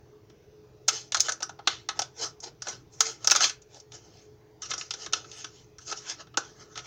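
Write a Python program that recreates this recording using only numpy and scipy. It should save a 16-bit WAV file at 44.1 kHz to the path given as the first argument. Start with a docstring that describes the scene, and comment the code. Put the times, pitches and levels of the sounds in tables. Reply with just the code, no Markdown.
"""A fan-like drone with soft tones fills a small room; then small scissors snip a thin plastic cup
close to the microphone. The wall snaps and buckles in runs of tiny cracks, and blades and fingers
stick and slip over its ribs. Both ring the same cup: base, hollow, flank and thin wall.
Midway the base hums briefly; later the snaps and rubbing are duller, their low ring near the
drone's pitch. The microphone hisses faintly, and its gain control ducks after loud snaps."""
import sys
import numpy as np
from scipy import signal
from scipy.io import wavfile
from scipy.ndimage import uniform_filter1d

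SR = 44100
rng = np.random.default_rng(int(sys.argv[2]) if len(sys.argv) > 2 else 0)


def wav_record(signal):
    """Record a signal, one row per channel, as 16-bit PCM in the file named by sys.argv[1]."""
    frames = np.transpose(np.atleast_2d(signal))
    bounded = np.clip(frames, -1, 1)
    # unit amplitude maps onto the largest positive 16-bit level
    quanta = np.round(bounded * 32767).astype(np.int16)
    wavfile.write(sys.argv[1], SR, quanta)


N = 302526

# The cup's modes, zone by zone from low to high. Each row: pitch in Hz, width in Hz, level in dB.
BASE_MODES = [(339, 58, -5.5), (459.4, 47, -3), (571, 183, 2.5), (787, 190, 6.5), (970, 100, -2.5)]
HOLLOW_MODES = [(1050, 61, -7.5), (1298, 71, 3.5), (1486, 91, -1), (1678, 90, -0.5), (1854, 460, -3)]
FLANK_MODES = [(2062, 570, 0), (2580, 530, -1), (2897, 290, -1), (3154, 210, -6.5), (3560, 216, -2.5),
               (3918, 440, -1), (4370, 490, 2.5)]
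WALL_MODES = [(4790, 495, -1.5), (5485, 254, -2), (5880, 210, -3), (6230, 300, -1.5), (6730, 314, -1),
              (7410, 150, -17)]
# After DULL_FROM_S the snaps and rubbing are duller, their low ring near the drone's pitch.
DULL_FROM_S, BASE_EARLY_HZ, BASE_LATE_HZ = 3.48, 784, 380


def gain_of(db):
    """Turns dB into amplitude."""
    return 10 ** (np.asarray(db) / 20)


def unit_rms(x):
    """Scales to rms 1."""
    return x / np.sqrt(np.mean(x ** 2) + 1e-20)


def curve_at(points, hz):
    """Reads a curve on a log-frequency axis."""
    f, value = np.transpose(points)
    return np.interp(np.log(hz + 1), np.log(f + 1), value)


def drift(count, samples):
    """Rows of slow random movement of rms 1, smoothed over the given number of samples."""
    white = rng.standard_normal((count, N))
    return unit_rms(uniform_filter1d(uniform_filter1d(white, samples), samples))


def shaped_noise(spectrum, rms_db, patchy_db):
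    """Coloured noise in which patches of the spectrum swell and fade."""
    hz = np.fft.rfftfreq(2048, 1 / SR)
    real, imag, patches = rng.standard_normal((N // 512 + 5, 1025, 3)).T
    patches = unit_rms(uniform_filter1d(uniform_filter1d(patches, size=14, axis=0), size=12, axis=1))
    frames = (real + 1j * imag) * gain_of(curve_at(spectrum, hz)[:, None] + patchy_db * patches)
    return gain_of(rms_db) * unit_rms(signal.istft(frames, nperseg=2048, noverlap=1536)[1][:N])


def drone():
    """A fan-like bed of smooth noise, with soft tones whose strength and phase wander."""
    # The bed's colour. Each row: frequency in Hz, relative level in dB.
    spectrum = [(12, -51), (20, -17.5), (123, 3), (250, -14.5), (370, -6.5), (418, -4.5), (521, -12),
                (771, -15.5), (1170, -22), (3890, -30), (5900, -26), (7000, -34), (9100, -69),
                (15400, -120)]
    # The tones. 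Each row: pitch in Hz, width of the waver in Hz, unsteady share, rms level in dB.
    tones = [(122.4, 13, 1, -65), (328, 76, 1., -66.5), (424.4, 30, .4, -61.5)]
    out, t = shaped_noise(spectrum, rms_db=-58.5, patchy_db=2.5), np.arange(N) / SR
    for hz, waver_hz, unsteady, db in tones:
        pole = np.exp(-np.pi * waver_hz / SR)
        wander = signal.lfilter([1], [1, -2 * pole, pole ** 2], rng.standard_normal((2, N)))
        waver = (unit_rms(wander[0]) + 1j * unit_rms(wander[1])) / np.sqrt(2)
        swell = gain_of(2.7 * drift(count=1, samples=6000)[0])
        envelope = (1 - unsteady + unsteady * waver) * swell
        out += gain_of(db) * unit_rms((envelope * np.exp(2j * np.pi * hz * t)).real)
    return out


def ticks(shape, density, spread_db):
    """Scattered ticks of random sign and uneven size."""
    size = gain_of(spread_db * np.minimum(rng.exponential(1, shape), 5))
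    return size * rng.choice([-1., 1.], shape) * (rng.random(shape) < density)


def ring(modes, near_hz=None):
    """Each mode's ring after one tick, a row each; modes close to near_hz are favoured."""
    hz, width, db = np.transpose(modes)[:, :, None]
    if near_hz:
        db = db - 1.4 * abs(hz - near_hz) / width
    t = np.arange(2048) / SR
    polarity = (-1) ** np.arange(len(modes))[:, None]
    attack = 1 - np.exp(-(t / .00025) ** 2)  # the plastic gives for an instant
    return attack * polarity * gain_of(db) * np.exp(-np.pi * width * t) * np.sin(2 * np.pi * hz * t)


def rasp(brightness):
    """The bright edge of a tick, which dies without ringing; brightness 0-1 blends slip into crack."""
    # The colours of a hard crack and of a gentle slip. Each row: frequency in Hz, level in dB.
    crack = [(4410, -30), (7500, 0), (7890, -4), (11500, -21), (13500, -25), (14000, -17), (15300, -10),
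             (16000, -14), (16700, -34)]
    slip = [(4400, -30), (7500, 0), (8500, -8), (10000, -19), (12000, -30), (14000, -36), (15000, -30),
            (16000, -36), (16700, -55)]
    hz = abs(np.fft.fftfreq(4096, 1 / SR))
    colour = gain_of(brightness * curve_at(crack, hz) + (1 - brightness) * curve_at(slip, hz))
    minimum_phase = np.exp(np.conj(signal.hilbert(np.log(colour))))  # keeps the attack sharp
    return np.fft.ifft(minimum_phase).real[None, :2048]


def snaps():
    """The wall snaps: each run of tiny cracks swells, dies and shakes the zones of the cup."""
    # Each row: start in seconds, rough peak level of the thin wall in dB, rms levels of base, hollow
    # and flank in dB relative to it, pitch of the wall in Hz.
    hits = [(0.296, -55.5, -15, -13, -11.5, 5690), (0.879, -16, -28, -38, -23, 6710),
            (0.8823, -7, -30.5, -25, -25.5, 6400), (0.8877, -14, -43, -19.5, -15, 5650),
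            (1.1198, -21, -30.5, -29, -15, 5360), (1.1448, -14.5, -25.5, -14, -15, 6700),
            (1.1682, -20.5, -23, -41, -16, 6640), (1.1972, -21.5, -28, -40, -17, 6330),
            (1.2037, -6, -56, -44, -27, 6600), (1.2826, -25, -13, -7, -12.5, 6070),
            (1.291, -17, -25.5, -15, -19, 6700), (1.3195, -19, -29, -50, -25.5, 6400),
            (1.403, -35.5, -13, -18, -18, 5690), (1.4212, -34.5, -10, -16, -8, 6530),
            (1.4266, -18.5, -29, -20, -33, 5650), (1.492, -37, -8, -9.5, -16, 6130),
            (1.5882, -55, 9.5, 4.5, -2.5, 5670), (1.6724, -15.5, -17, -11.5, -6.5, 6100),
            (1.8871, -21.5, -19, -13.5, -12, 6060), (1.9023, -42.5, -15, -3, -8.5, 6190),
            (1.9905, -15, -17.5, -22, -20.5, 6000), (2.0176, -21, -17.5, -26, -19, 5900),
            (2.4012, -35.5, -36, -37, -35, 6170), (2.4364, -33, -24, -27, -17.5, 6350),
            (2.6191, -25.5, -32, -22.5, -25.5, 5300), (2.668, -32.5, -9.5, -10.5, -13, 6260),
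            (2.684, -26, -20.5, -31, -18.5, 6200), (3.0049, -5.5, -32.5, -22.5, -22.5, 6220),
            (3.244, -20.5, -26, -22.5, -22, 6400), (3.272, -5.5, -31, -26.5, -26, 5600),
            (3.2983, -14.5, -31, -27, -17, 4740), (3.3093, -6, -31, -29, -22, 6400),
            (3.3149, -3.5, -29, -21, -21.5, 5400), (3.3492, -16, -19.5, -11, -13.5, 5630),
            (3.3591, -8.5, -36, -20, -22, 6780), (3.4054, -15, -20.5, -13, -18, 5500),
            (3.44, -13.5, -26, -30, -10.5, 5730), (3.4945, -21.5, -38, -27, -16.5, 5340),
            (3.6173, -45, -23, -41, -23.5, 7000), (3.743, -42, -21, -32, -21, 5980),
            (3.7988, -38.5, -33, -38, -26, 5950), (3.918, -41, -19.5, -27.5, -12.5, 5760),
            (4.6187, -28.5, -44, -26.5, -23.5, 6310), (4.6558, -37.5, -38, -25, -14, 6700),
            (4.705, -25, -45, -20, -27, 7400), (4.7122, -32, -16.5, -7, -3, 5200),
            (4.7352, -23.5, -26, -17.5, -20, 5160), (4.7784, -26.5, -26, -26, -27, 5700),
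            (4.8101, -31.5, -33, -18, -9.5, 4700), (4.9066, -22, -30, -23, -14.5, 5330),
            (4.9364, -27, -24, -23, -17, 5770), (5.0606, -29, -19, -16.5, -15, 6000),
            (5.1236, -30.5, -21, -26, -15, 6000), (5.1324, -13.5, -30.5, -18, -14.5, 5500),
            (5.242, -52.5, -14, 0.5, -4, 5400), (5.3135, -36.5, -45, -38, -15, 6300),
            (5.443, -29, -27.5, -16.5, -14, 5380), (5.7823, -38, -38, -18, -23, 5420),
            (5.913, -26.5, -24, -12.5, -27, 5910), (5.9231, -27.5, -13, -13.5, -14, 4890),
            (6.096, -24, -33.5, -31, -21, 4700), (6.2672, -56, -12.5, -6, -8, 5470),
            (6.339, -55, -5, 4, -2.5, 4830), (6.3715, -14.5, -16.5, -13.5, -17.5, 6500),
            (6.7551, -39.5, -26, -10.5, -8, 5760), (6.774, -30.5, -26.5, -21, -12.5, 5640),
            (6.7894, -36, -18, -28, -11, 5700)]
    crackle_t60_s, rasp_db = 0.041, -30.5  # rasp relative to the wall
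    late_dulling, late_rasp_db = 0.45, -2.5  # late snaps have a darker, softer rasp
    out, t = np.zeros(N + 8192), np.arange(4096) / SR
    cracks = ticks((len(hits), 5, 4096), density=0.28, spread_db=3.)
    for (start, db, base_db, hollow_db, flank_db, wall_hz), crack in zip(hits, cracks):
        late = start > DULL_FROM_S
        edge = rasp(np.clip((db + 25) / 14 - late_dulling * late, 0, 1))  # hard snaps are brighter
        rise_s = 0.00034 * gain_of(-.35 * db)  # and start more abruptly
        cup = (ring(BASE_MODES, BASE_LATE_HZ if late else BASE_EARLY_HZ),
               ring(HOLLOW_MODES, near_hz=1390), ring(FLANK_MODES, near_hz=0.61 * wall_hz),
               edge, ring(WALL_MODES, wall_hz))
        crackle = crack * np.minimum(t / rise_s, 1) * gain_of(-60 * t / crackle_t60_s)
        shaken = signal.fftconvolve(crackle, [zone.sum(axis=0) for zone in cup], axes=1)
        strength = np.sqrt(np.mean(shaken[:, :700] ** 2, axis=1))
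        strength[-1] = 3.24 * np.sqrt(np.mean(shaken[-1, :300] ** 2))  # the wall's opening crest
        zone_db = np.array([base_db, hollow_db, flank_db, rasp_db + late_rasp_db * late, 0])
        at = round(start * SR)
        out[at:at + shaken.shape[1]] += gain_of(db + zone_db) / strength @ shaken
    return out[:N]


def wall_sheen(x):
    """Sharp modes of the thin wall add a fine ring to whatever shakes the cup."""
    # Each row: pitch in Hz, width in Hz (widened to at least 25), level in dB over the passing sound.
    sharp_modes = [(1532, 23, 0), (1740, 20, -1), (2090, 30, 4), (2596, 32, 1), (2998, 34, 0),
                   (3250, 34, -1), (3478, 23, 0), (4227, 31, 0.5), (4783, 40, 2), (5150, 31, 3),
                   (5360, 20, -3.5), (5820, 27, 2.5), (6140, 79, -1.5), (6480, 26, 2)]
    hz, width, db = np.transpose(sharp_modes)[:, :, None]
    t, width = np.arange(4096) / SR, np.maximum(width, 25)
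    decays = gain_of(db) * 2 * np.pi * width / SR * np.exp(-np.pi * width * t)
    ringing = (decays * np.cos(2 * np.pi * hz * t)).sum(axis=0)
    return x + signal.oaconvolve(x, ringing)[:N]


def room(x):
    """Sparse reflections off the walls of a small room, the treble dying first."""
    # Each row: frequency in Hz, time to fade by 60 dB in seconds.
    decay_times = [(300, 0.26), (1500, 0.24), (5500, 0.17), (12000, 0.14)]
    taps, slots = np.zeros((3, SR // 2)), np.arange(200, SR // 2 - 20, 20)
    arrivals = slots + rng.integers(0, 20, (3, len(slots)))
    np.put_along_axis(taps, arrivals, rng.choice([-1., 1.], arrivals.shape), axis=1)
    hz, t, frames = signal.stft(taps, SR, nperseg=256)
    fade = gain_of(-60 * t / curve_at(decay_times, hz)[:, None])
    tails = signal.istft(frames * fade, SR, nperseg=256)[1]
    tails /= np.linalg.norm(tails[0])
    # Three random tails alternate rapidly so the echo stays smooth, without a fixed ring.
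    turns = np.sqrt(2 / 3) * abs(np.cos(np.pi * (np.arange(N) / 300 + np.arange(3)[:, None] / 3)))
    return signal.fftconvolve(turns * x, tails, axes=1)[:, :N].sum(axis=0)


def drag():
    """Blades and fingers stick and slip over the ribs: dense ticks in clumps ring the cup."""
    # Each row: strongest moment, rise and fall in seconds, rms level of the thin wall in dB,
    # levels of base, hollow and flank in dB relative to it.
    strokes = [(0.938, 0.042, 0.12, -35.5, -13.5, -16, -7.5), (1.265, 0.055, 0.035, -36.5, -10, -9.5, -5.5),
               (1.705, 0.039, 0.12, -46, -6, -7, 6.5), (1.975, 0.034, 0.024, -56, 5.5, 2, -1),
               (2.235, 0.067, 0.062, -31.5, -8, -12.5, -11.5), (2.442, 0.023, 0.023, -42.5, -6, -8, -10.5),
               (2.48, 0.043, 0.024, -46.5, -1, -8, -4.5), (2.689, .06, 0.1, -40.5, -7, -6.5, -7),
               (2.94, .03, 0.058, -54, -8, -16, -14), (3.065, 0.066, 0.1, -34, -14.5, -13.5, -9),
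               (3.236, 0.051, 0.029, -52.5, 0, -6, -6), (3.37, 0.022, 0.043, -35.5, -3, -12, 2.5),
               (3.428, .04, 0.078, -22.5, -17, -10, -4), (3.77, 0.088, 0.053, -54.5, 0.5, -12, -8),
               (3.946, 0.03, 0.062, -44.5, -12, -18, -13.5), (4.05, 0.12, 0.16, -66.5, 2, -9, -5),
               (4.199, 0.21, 0.12, -62.5, -4, -11.5, -4), (4.634, 0.021, 0.067, -43, -26.5, -6.5, -5),
               (4.702, 0.014, 0.09, -43.5, -7, -8, -4.5), (4.79, 0.024, .13, -44.5, -14, -10.5, -12),
               (5.041, 0.11, 0.037, -42, -12, -12, -7), (5.164, 0.023, 0.1, -48, -4.5, -13, -4),
               (5.38, 0.15, 0.14, -45.5, -15, -14, -8), (5.57, 0.091, 0.15, -61, -18, -20, -2),
               (5.819, 0.036, .04, -55.5, -10, -11.5, -9), (5.899, 0.047, .04, -36.5, -15.5, -15.5, -10),
               (5.975, 0.03, 0.068, -44.5, -22, -15, -10.5), (6.107, 0.095, 0.053, -38.5, -14, -7.5, -5),
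               (6.209, 0.036, 0.026, -47, -2, -1.5, -4), (6.45, 0.052, 0.14, -56.5, -3.5, -2, -4),
               (6.615, 0.071, 0.073, -57, -6, 0.5, -3.5), (6.73, 0.063, 0.023, -59, -14, 0.5, -8.5),
               (6.777, 0.032, 0.053, -46.5, -7.5, -0.5, -4), (6.855, 0.035, .03, -53.5, -2, -9, -2)]
    fade_db, roundness = -23.5, 1.35  # pressure lost over one rise or fall; shape of the top
    rasp_db = -21.5  # relative to the wall
    t = np.arange(N) / SR
    slips = ticks(N, density=0.36, spread_db=-0.5) * gain_of(1.3 * drift(count=1, samples=100))
    cup = (ring(BASE_MODES), rasp(brightness=0.93),  # early strokes
           ring(BASE_MODES, BASE_LATE_HZ), rasp(brightness=0.26),  # late strokes
           ring(HOLLOW_MODES), ring(FLANK_MODES), ring(WALL_MODES))
    rubbed = []
    for zone in cup:
        contact = gain_of(2.94 * drift(count=len(zone), samples=1600))  # modes come and go as it moves
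        ringing = signal.oaconvolve(slips, zone, axes=1)[:, :N]
        rubbed.append(unit_rms((contact * ringing).sum(axis=0)))
    pressure = np.zeros((len(cup), N))
    for peak_s, rise, fall, db, base_db, hollow_db, flank_db in strokes:
        span = slice(max(round((peak_s - 2 * rise) * SR), 0), round((peak_s + 2 * fall) * SR))
        from_peak = abs(t[span] - peak_s) / np.where(t[span] < peak_s, rise, fall)
        zone_gain = gain_of([base_db, rasp_db, base_db, rasp_db, hollow_db, flank_db, 0])
        silent_pair = slice(2, 4) if peak_s < DULL_FROM_S else slice(0, 2)
        zone_gain[silent_pair] = 0
        pressure[:, span] += zone_gain[:, None] * gain_of(db + fade_db * from_peak ** roundness)
    return (pressure * rubbed).sum(axis=0)


def base_hum():
    """A low mode of the base hums until a finger damps it."""
    # In order: start and end in seconds, pitch in Hz, rms level in dB.
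    note = (3.006, 3.11, 447, -46)
    start, end, hz, db = note
    t = np.arange(N) / SR
    held = uniform_filter1d(1. * (t > start) * (t < end), size=500)
    return np.sqrt(2) * gain_of(db) * held * np.sin(2 * np.pi * hz * t)


def scene():
    """The close cup, too small to radiate bass, with its echo in the room and the drone behind."""
    cup = wall_sheen(snaps() + drag()) + base_hum()
    near = signal.lfilter(*signal.butter(2, 260., "high", fs=SR), cup)
    return (near + gain_of(-12.5) * room(near) + drone())[None]


def record(dry):
    """The microphone adds hiss, ducks just after loud snaps, recovers slowly and cuts the top treble."""
    # The colour of the hiss. Each row: frequency in Hz, relative level in dB.
    hiss_spectrum = [(4710, -46), (8000, -16), (9310, -13), (10700, -14), (13500, -10), (15200, 1),
                     (16200, -6), (16400, -22), (16700, -29)]
    threshold_db, duck_db_per_db, release_db_per_s, cutoff_hz = -21.5, 0.24, 33.0, 16500
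    mic = dry + shaped_noise(hiss_spectrum, rms_db=-83, patchy_db=0)
    power_db = 10 * np.log10(abs(uniform_filter1d(mic[0] ** 2, size=220, origin=100)) + 1e-12)
    release = np.arange(N) * release_db_per_s / SR
    held_db = np.maximum.accumulate(power_db + release) - release  # jumps to each peak, then sinks
    over_db = np.maximum(held_db - threshold_db, 0)
    ducked = mic / gain_of(duck_db_per_db * uniform_filter1d(over_db, size=300, origin=149))
    lowpass = signal.firwin(511, cutoff_hz, window=("kaiser", 9), fs=SR)
    return signal.oaconvolve(ducked, lowpass[None], "same")


dry = scene()
out = record(dry)
wav_record(out)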